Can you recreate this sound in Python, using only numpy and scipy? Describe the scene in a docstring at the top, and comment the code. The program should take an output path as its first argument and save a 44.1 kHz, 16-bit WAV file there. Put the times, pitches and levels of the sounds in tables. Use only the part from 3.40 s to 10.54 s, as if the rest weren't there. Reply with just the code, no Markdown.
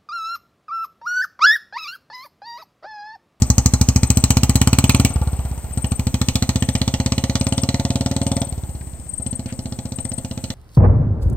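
"""A single-cylinder motorcycle pulls away on a night road, changes up twice and fades into the distance.
Its exhaust is a pulse train: each firing thumps the silencer, excites the pipe's resonances in a bark
and releases a chuff of turbulent gas. The sound spreads spherically and scatters from roadside trees.
Close by on the left a bush cricket chirps, one falling whistle to a wing stroke, over far insects
and a low rumble of air."""
import sys
import numpy as np
from scipy import signal
from scipy.fft import rfft, irfft
from scipy.io import wavfile

SR = 44100
rng = np.random.default_rng(int(sys.argv[2]) if len(sys.argv) > 2 else 0)


def generate_wav(signal):
    """Clip the signal to [-1, 1] and save it as 16-bit WAV at the path in sys.argv[1]."""
    frames = np.transpose(np.atleast_2d(signal))
    scaled = np.clip(frames, -1, 1) * 32767
    pcm = np.round(scaled).astype(np.int16)
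    wavfile.write(sys.argv[1], SR, pcm)


N = 314874
TIME = np.arange(N) / SR

# one pull per gear: t/s, firing rate/Hz, its linear term/(Hz/s), its quadratic term/(Hz/s^2),
# clutch slip/Hz, opening time/s, throttle/1, thump/dB, bark/dB, chuff/dB, chuff swell/(dB/s)
GEAR_PULLS = [(0.0205, 12.305, 1.79, 1.8, 0, 0, .81, -10.8, -34, -26, 4),
              (2.3744, 12.485, 3.572, -.264, 3.32, .45, .86, -10.2, -30.2, -20.5, -1),
              (5.799, 15.517, -1.34, 1.226, 0, .07, .89, -12.3, -29.5, -33.5, 6.5)]
# gear changes, throttle shut until the next pull: t/s, firing rate/Hz, slowing/(Hz/s)
GEAR_SHIFTS = [(1.7043, 18.271, 5.769), (5.0706, 18.743, 6.377)]
# lean firings that barely catch: t/s, gain/dB
LEAN_FIRINGS = [(1.704, -11.5), (2.179, -3), (5.071, -9), (5.471, -1.5)]
# firings that crack harder or softer than their neighbours: t/s, chuff gain/dB
CHUFF_ACCENTS = [(0.261, 2.5), (0.413, 4), (0.839, 2), (0.905, 5), (0.969, 2), (1.156, 2), (1.495, 6),
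                 (1.598, -1), (2.955, 1), (3.721, 4), (3.954, 3.5), (4.291, 2.5), (4.866, 1), (5.865, 5.5),
                 (7.04, 4.5), (7.104, 5)]
# silencer response under load: f/Hz, level/dB
SILENCER_LOADED = [(25, -25), (47, -33), (64, -2), (75, 1), (105, 1), (126, 4.5), (150, -8), (195, -1.5),
                   (264, 1.5), (287, -18), (350, -14), (445, -27), (700, -30.5), (2000, -119)]
# silencer response with the throttle shut: f/Hz, level/dB
SILENCER_COASTING = [(25, -29), (45, 16), (65, 13), (100, -4.5), (160, -12.5), (220, -27), (300, -34),
                     (450, -34.5), (800, -70), (2000, -106)]
# exhaust pipe resonances: f/Hz, bandwidth/Hz, level/dB, gain per doubling of distance/dB
PIPE_MODES = [(497, 65, -6.5, -3), (686, 190, 0, 1.5), (837, 85, -1, -3.5), (1135, 190, -7.5, -8.5),
              (1401, 64, -14, -5)]
# pipe modes that ring on, at cruising revs: f/Hz, level relative to the bark/dB, time constant/s
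RINGING_MODES = [(531.2, -3.5, 0.012), (670, -10.5, 0.014), (847, -13, 0.013)]
# bands of the exhaust's hiss as the left and right microphones colour it: f/Hz, bandwidth/Hz,
# left level/dB, right level/dB, gain per doubling of distance/dB, gain with the pipe aimed at them/dB
CHUFF_BANDS = [(1067, 546, -11.5, -10, -1.5, -8.5), (1972, 350, -14.5, -27, 3, -2.5),
               (2400, 310, -12, -10, -3, -14), (2940, 380, -29, -8, -0.5, -14.5),
               (3510, 570, -21.5, -17.5, 7, -26), (4215, 450, -19, -9.5, 4.5, 1.5),
               (5320, 1180, -19, -15.5, 7.5, 11.5), (6260, 810, -31, -12.5, 4.5, 14.5),
               (7020, 1200, -11, -20, 3, 14.5), (7870, 560, 1, -42, -3, -3),
               (10200, 3500, -25, -7, -11, -17), (13350, 6100, -47, -4.5, -9.5, -10.5)]
# spectrum of tyres, chain and engine clatter: f/Hz, relative level/dB
ROLLING_SPECTRUM = [(100, 19.5), (400, 5), (850, 7.5), (1500, -6), (2400, -3), (4000, -9.5), (7000, -9),
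                    (14000, -38)]
# chirps of the near cricket: t/s, number of wing strokes, stroke rate/Hz, level/dB
CRICKET_CHIRPS = [(0.028, 2, 23, -27), (0.632, 6, 23, -21), (1.48, 7, 23, -21), (1.836, 4, 22.5, -29),
                  (2.337, 6, 22.4, -20), (3.166, 6, 23, -24), (4.002, 6, 22.7, -19), (4.832, 7, 22.7, -20),
                  (5.697, 7, 22.9, -16.5), (6.564, 6, 22.7, -18)]
# one wing stroke: t/s from its loudest moment, f/Hz, level/dB
WING_STROKE = [(-.012, 8480, -30), (-.005, 8470, -4), (0, 8420, 1), (.004, 8330, -2), (.008, 8130, -12),
               (.014, 7800, -18), (.02, 7480, -36)]
# course of the thin, high insect hiss: t/s, level/dB
HISS_LEVELS = [(0, -48), (1.8, -47.5), (2.5, -47.5), (4.7, -52), (5.0, -48.5), (5.48, -52), (5.56, -55),
               (7.14, -52.5)]
# faint ticks and scuffs: t/s, f/Hz, bandwidth/Hz, half-length/s, level/dB
FAINT_TICKS = [(4.15, 3090, 1200, 0.0026, -39), (5.416, 1870, 585, 0.0053, -44),
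               (6.099, 2240, 1850, 0.027, -43.5)]
# spectrum of air and far insects on the left: f/Hz, relative level/dB
NIGHT_SPECTRUM_LEFT = [(25, -3), (60, -10.5), (250, -30), (800, -30), (1200, -29.5), (2100, -29),
                       (2900, -78), (6600, -51), (7700, -14), (8500, -8), (9300, -34), (10500, -51),
                       (15500, -63)]
# the same on the right: f/Hz, relative level/dB
NIGHT_SPECTRUM_RIGHT = [(25, -10), (60, 0.5), (250, -3.5), (800, -26), (1200, -38), (2900, -38.5),
                        (5500, -33), (7100, -27), (8500, -44), (10200, -53), (15500, -52)]

CRUISE_HZ, HEAT_EXPONENT = 15.42, 0.16   # hotter gas at higher firing rates lifts the exhaust's notes
START_M, START_M_PER_S, ACCELERATION_M_PER_S2 = 11.2, 1.43, 1.865
OPENING_THUMP_DB, OPENING_CHUFF_DB, OPENING_THROTTLE = -3, -13, 0.16   # deficit as the throttle opens
THUMP_SWELL_DB_PER_S, BARK_SWELL_DB_PER_S = 0.96, 4.5   # the engine works harder as a pull goes on
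COAST_THUMP_DB, COAST_BARK_DB, COAST_CHUFF_DB, COAST_THROTTLE = -9.5, -26, -37.5, 0.41
COAST_THUMP_DB_PER_S, COAST_GAS_DB_PER_S = -20.5, -19.5
PULSE_GAIN = np.sqrt(.03 * SR)   # gives a unit-energy pulse unit rms over 30 ms


def motorcycle():
    """Superposition: the exhaust's parts share one pulse train; rolling noise and echoes add to them."""
    times, rate, throttle, thump_db, bark_db, chuff_db = ride()
    distance = distance_at(times)
    heat = (rate / CRUISE_HZ) ** HEAT_EXPONENT
    # the pressure starts to swell just before the gas cracks out
    exhaust = thump(times - .0016, thump_db, throttle, distance, rate, heat)
    exhaust = exhaust + bark(times, bark_db, throttle, distance)
    exhaust += chuff(times - .0006, chuff_db, distance)
    bike = exhaust + rolling(times, rate) + tree_echoes(exhaust, distance_at(TIME))
    bike += sizzle(times, chuff_db) + drone(times, bark_db, throttle, distance, heat)
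    bike[1] = np.interp(TIME - 3 / SR, TIME, bike[1])   # the path to the right is a little longer
    return bike


def ride():
    """The pulse train after spreading loss: time, rate, throttle, and dB of thump, bark and chuff."""
    columns = np.hstack([pull(*row) for row in GEAR_PULLS] + [shift(*row) for row in GEAR_SHIFTS])
    times, rate, throttle, *levels = columns[:, np.argsort(columns[0])]
    thump_db, bark_db, chuff_db = levels + spreading_db(distance_at(times))
    lean_db, hard_db = accents(LEAN_FIRINGS, times), accents(CHUFF_ACCENTS, times)
    return (times, rate, throttle,
            thump_db + lean_db, bark_db + lean_db / 2, chuff_db + lean_db / 2 + hard_db)


def pull(start, first_rate, speed_up, curvature, slip, opening_s, throttle,
         thump_db, bark_db, chuff_db, swell_db, clutch_s=.05):
    """Firings under load: clutch friction drags the revs to road speed, then the effort climbs."""
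    age = time_in_phase(start)
    rate = first_rate + speed_up * age + curvature * age ** 2 + slip * np.exp(-age / clutch_s)
    age, rate = firings(age, rate)
    shut = np.maximum(opening_s - age, 0) / (opening_s + 1e-9)
    return [start + age, rate, throttle - OPENING_THROTTLE * shut,
            thump_db + THUMP_SWELL_DB_PER_S * age + OPENING_THUMP_DB * shut,
            bark_db + BARK_SWELL_DB_PER_S * age,
            chuff_db + swell_db * age + OPENING_CHUFF_DB * shut]


def shift(start, first_rate, slowing, closing_throttle=0.33, closing_s=0.0083):
    """Exponential decay: the throttle snaps shut, the revs sag and the firings die to a putter."""
    age = time_in_phase(start)
    age, rate = firings(age, first_rate - slowing * age)
    throttle = COAST_THROTTLE + closing_throttle * np.exp(-age / closing_s)
    gas_db = COAST_GAS_DB_PER_S * age
    return [start + age, rate, throttle,
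            COAST_THUMP_DB + COAST_THUMP_DB_PER_S * age, COAST_BARK_DB + gas_db, COAST_CHUFF_DB + gas_db]


def time_in_phase(start):
    """Local time of a pull or gear change, ending just before the next one."""
    end = min([row[0] for row in GEAR_PULLS + GEAR_SHIFTS if row[0] > start] + [N / SR])
    return np.arange(0, end - start - .025, 1 / SR)


def firings(age, rate):
    """Phase is the integral of rate: age and rate each time a whole cycle opens the exhaust valve."""
    cycles = (np.cumsum(rate) - rate[0]) / SR
    at = np.searchsorted(cycles, np.arange(int(cycles[-1]) + 1))
    return age[at], rate[at]


def accents(rows, times):
    """Uneven combustion: gain in dB for the listed firings, 0 for the others."""
    return sum(db * (abs(times - s) < .025) for s, db in rows)


def scatter(times, spread_db):
    """Cycle-to-cycle variation: a Gaussian level offset for each firing."""
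    return spread_db * rng.standard_normal(len(times))


def distance_at(t):
    """Uniform acceleration straight away from the listener; distance in metres."""
    return START_M + START_M_PER_S * t + ACCELERATION_M_PER_S2 * t ** 2 / 2


def spreading_db(distance, reference_m=12):
    """Spherical spreading: sound pressure falls as one over distance."""
    return 20 * np.log10(reference_m / distance)


def thump(times, thump_db, throttle, distance, rate, heat, size=8192):
    """Impulse response of the silencer to each blowdown: hard under load, a soft boom when coasting."""
    hz = np.fft.rfftfreq(size, 1 / SR) + 1
    load = np.clip(throttle, 0, 1)[:, None]
    loaded_db = at_hz(SILENCER_LOADED, hz / heat[:, None])
    coasting_db = at_hz(SILENCER_COASTING, hz)
    # the deep bass thins with distance and revs
    tilt_db_per_octave = 0.7 * np.log2(distance / 14) + 3.0 * np.log2(rate / CRUISE_HZ)
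    thinning_db = tilt_db_per_octave[:, None] * np.log2(np.clip(hz, 60, 280) / 100)
    blows = minimum_phase(load * loaded_db + (1 - load) * coasting_db + thinning_db)
    gains = from_db(thump_db + scatter(times, .4)) * PULSE_GAIN
    out = np.zeros(N + size)
    for at, gain, blow in zip((times * SR).astype(int), gains, blows):
        out[at:at + size] += gain * blow
    return out[:N]


def bark(times, bark_db, throttle, distance, front_gain=0.34, turbulence_gain=0.33):
    """Pipe resonance, driven by the pulse front (steep only under load) and the turbulence behind it."""
    gas = gas_burst(crack_s=0.015, tail_s=0.018, tail_share=0.88, rise_s=0.0028)
    steepness_db = -12 * (1 - np.clip(throttle, 0, 1))
    doublings = np.log2(np.minimum(distance, 40) / 22)
    out = 0
    for hz, width, db, carry_db in PIPE_MODES:
        level = bark_db + db + scatter(times, 0.21) + carry_db * doublings
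        front = front_gain * pulse_train(times, level + steepness_db, [1.])
        turbulence = turbulence_gain * pulse_train(times, level, gas) * stereo_noise(0.21)
        ringing = resonate(front + turbulence, hz, width)
        out += bandpass(ringing, hz / 1.2, hz * 1.2, order=1)   # deepens the valleys between modes
    return out


def chuff(times, chuff_db, distance, pull_out_s=1.34, crack_db=-8):
    """Turbulence: each gas burst cracks, then hisses. The port resonances of the left and right
    microphones colour the hiss; the colour also shifts with the pipe's aim and with distance."""
    gas = gas_burst(crack_s=0.0011, tail_s=0.011, tail_share=0.17)
    force_db = chuff_db + scatter(times, 1.0)
    aimed = np.maximum(1 - times / pull_out_s, 0)   # the pipe swings away as the bike joins the road
    doublings = np.log2(np.minimum(distance, 30) / 12)
    hiss = 0
    for hz, width, left_db, right_db, carry_db, aimed_db in CHUFF_BANDS:
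        level = force_db + aimed_db * aimed + scatter(times, 2.5) + carry_db * doublings
        bursts = pulse_train(times, level, gas) * stereo_noise(0.49)
        hiss += from_db([[left_db], [right_db]]) * resonate(bursts, hz, width, order=2)
    snap = gas_burst(crack_s=0.00038, tail_s=0.0063, tail_share=0.011)
    crack = pulse_train(times + 0.00019, force_db + crack_db, snap) * rng.standard_normal(N)
    return hiss + 2 * bandpass(crack, 2200, 7800) * from_db([[-4], [0]])


def gas_burst(crack_s, tail_s, tail_share, rise_s=0.00097):
    """Unit-energy envelope of escaping gas: a crack as the valve lifts, then an exponential tail."""
    t = np.arange(SR // 12) / SR
    rise = 1 - np.exp(-(t / rise_s) ** 2)
    shape = rise * (np.exp(-t / crack_s) + tail_share * np.exp(-t / tail_s))
    return shape / np.linalg.norm(shape)


def drone(times, bark_db, throttle, distance, heat, carry_db=11):
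    """Damped oscillation: the pipe's low modes ring on, clearest afar under load, rising with heat."""
    nearness_db = carry_db * np.minimum(np.log2(distance / 28), 0)
    level = bark_db + nearness_db - 15 * (1 - np.clip(throttle, 0, 1))
    t = np.arange(SR // 8) / SR
    out = np.zeros(N + SR)
    for at, db, lift in zip((times * SR).astype(int), level, heat):
        for hz, note_db, ring_s in RINGING_MODES:
            note = t * np.exp(-t / ring_s) * np.sin(2 * np.pi * hz * lift * t)
            out[at:at + len(t)] += from_db(db + note_db) * PULSE_GAIN * note / np.linalg.norm(note)
    return out[:N]


def sizzle(times, chuff_db, trail_db=-14):
    """Narrow-band gas noise decays slowly and lingers between the firings."""
    trail = pulse_train(times, chuff_db + trail_db, gas_burst(crack_s=0.11, tail_s=0.11, tail_share=1.0))
    return resonate(trail * stereo_noise(.5), hz=6350, width=1000, order=2) * from_db([[-5], [0]])


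def rolling(times, rate, cruise_db=-35, db_per_octave=7):
    """Broadband noise of tyres, chain and engine clatter grows with revs and falls by spreading."""
    noise = unit_rms(colour(stereo_noise(.5), ROLLING_SPECTRUM))
    octaves = np.log2(np.interp(TIME, times, rate) / CRUISE_HZ)
    return from_db(cruise_db + db_per_octave * octaves + spreading_db(distance_at(TIME))) * noise


def tree_echoes(exhaust, distance, send_db=-17, db_per_doubling=1.5, t60_s=0.52):
    """Scattering by roadside trees: the echoes gain on the direct sound as the bike recedes."""
    t = np.arange(SR) / SR
    mid, side = rng.standard_normal((2, SR)) * from_db(-60 * t / t60_s) * (1 - np.exp(-t / 0.004))
    echoes = mid + 0.028 * side * np.array([[1], [-1]])
    echoes = bandpass(echoes / np.linalg.norm(echoes[0]), 300, 4000)
    sent = exhaust * from_db(send_db + db_per_doubling * np.log2(distance / 4))
    return signal.fftconvolve(sent, echoes, axes=1)[:, :N]


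def cricket(chirps, pitch=1):
    """Stridulation: each wing stroke is a falling whistle; the first of a chirp is weaker and lower."""
    out = np.zeros(N + SR)
    t = np.arange(WING_STROKE[0][0], WING_STROKE[-1][0], 1 / SR)
    hz, shape_db = curve_at(WING_STROKE, t)
    for start, count, rate, db in chirps:
        for k, (loud, tune) in enumerate(rng.standard_normal((round(count), 2))):
            at = max(0, int((start + k / rate + t[0]) * SR))
            detune = 1 + .002 * tune - .008 * (k == 0)
            phase = 2 * np.pi * np.cumsum(hz * pitch * detune) / SR
            level = db + shape_db + 0.35 * loud - 1.9 * (k == 0)
            out[at:at + len(t)] += from_db(level) * np.sin(phase)
    return out[:N]


def far_crickets(level_db=-36.5, count=5):
    """Independent sources: neighbours of the same kind chirp at their own pitch and pace."""
    out = 0
    for pitch in np.linspace(.97, 1.03, count):
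        starts = rng.uniform(0, .8) + np.arange(8) * rng.uniform(.8, .9)
        out += cricket([(s, 6, 22.5, level_db) for s in starts], pitch)
    return out


def verge_insects():
    """Band-limited noise: small insects on the right hiss far above the crickets' pitch."""
    hiss = unit_rms(resonate(rng.standard_normal((2, N)), hz=13500, width=3000, order=2))
    return from_db(curve_at(HISS_LEVELS, TIME)[0]) * hiss * from_db([[-12], [0]])


def night(level_db=-39, apart=0.26):
    """Air rumbles and countless insects hiss; partial decorrelation widens the treble."""
    mid, side = rng.standard_normal((2, N))
    side = apart * signal.sosfilt(signal.butter(1, 900, "high", fs=SR, output="sos"), side)
    left = colour(mid + side, NIGHT_SPECTRUM_LEFT)
    right = colour(mid - side, NIGHT_SPECTRUM_RIGHT)
    return from_db(level_db) * unit_rms(np.array([left, right]))


def ticks():
    """Faint transients: bands of noise under brief Gaussian envelopes."""
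    out = 0
    for s, hz, width, half_length_s, db in FAINT_TICKS:
        envelope = from_db(db) * np.exp(-((TIME - s) / half_length_s) ** 2)
        out += envelope * resonate(rng.standard_normal((2, N)), hz, width, order=2)
    return out


def pulse_train(times, db, shape):
    """Convolution puts a unit-energy shape at each time; db is its rms level over 30 ms."""
    clicks = np.zeros(N)
    clicks[(times * SR).astype(int)] = from_db(db) * PULSE_GAIN
    return signal.oaconvolve(clicks, shape)[:N]


def resonate(x, hz, width, order=1):
    """A resonance whose impulse response has about unit energy; order 2 has steeper skirts."""
    low, high = np.clip([hz - width / 2, hz + width / 2], 10, .48 * SR)
    return bandpass(x + 1e-18, low, high, order) * np.sqrt(SR / (2 * width))


def bandpass(x, low_hz, high_hz, order=2):
    """A maximally flat pass band between two half-power frequencies."""
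    return signal.sosfilt(signal.butter(order, [low_hz, high_hz], "band", fs=SR, output="sos"), x)


def minimum_phase(db):
    """Causality: folding the cepstrum gives a unit-energy impulse response for each row of gains."""
    cepstrum = irfft(db * np.log(10) / 20)
    half = cepstrum.shape[1] // 2
    cepstrum[:, 1:half] *= 2
    cepstrum[:, half + 1:] = 0
    response = irfft(np.exp(rfft(cepstrum)))
    return response / np.linalg.norm(response, axis=1, keepdims=True)


def stereo_noise(apart):
    """Partial coherence: a common white noise plus an independent share on each side."""
    return rng.standard_normal(N) + apart * rng.standard_normal((2, N))


def colour(x, spectrum):
    """Filtering as multiplication by a spectrum."""
    return irfft(rfft(x) * from_db(at_hz(spectrum, np.fft.rfftfreq(N, 1 / SR) + 1e-3)), N)


def at_hz(spectrum, hz):
    """Levels interpolated on a log-frequency axis."""
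    points, db = np.transpose(spectrum)
    return np.interp(np.log(hz), np.log(points), db)


def curve_at(rows, at):
    """The columns of a table, interpolated linearly in time."""
    times, *columns = np.transpose(rows)
    return [np.interp(at, times, column) for column in columns]


def from_db(db):
    """Pressure ratio of a level."""
    return 10 ** (np.asarray(db) / 20)


def unit_rms(x):
    """Normalisation to unit mean power."""
    return x / np.sqrt(np.mean(x ** 2) + 1e-20)


def scene():
    """Superposition of the receding bike, the insects and the night air."""
    bike = motorcycle()
    crickets = (cricket(CRICKET_CHIRPS) + far_crickets()) * from_db([[0], [-19]])
    return bike + crickets + verge_insects() + night() + ticks()


def record(dry, stop_hz=16800):
    """Saturation and band limiting: peaks clip at full scale and a steep low-pass cuts the top."""
    return signal.sosfilt(signal.cheby2(14, 60, stop_hz, fs=SR, output="sos"), np.clip(dry, -1, 1))


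dry = scene()
out = record(dry)
generate_wav(out)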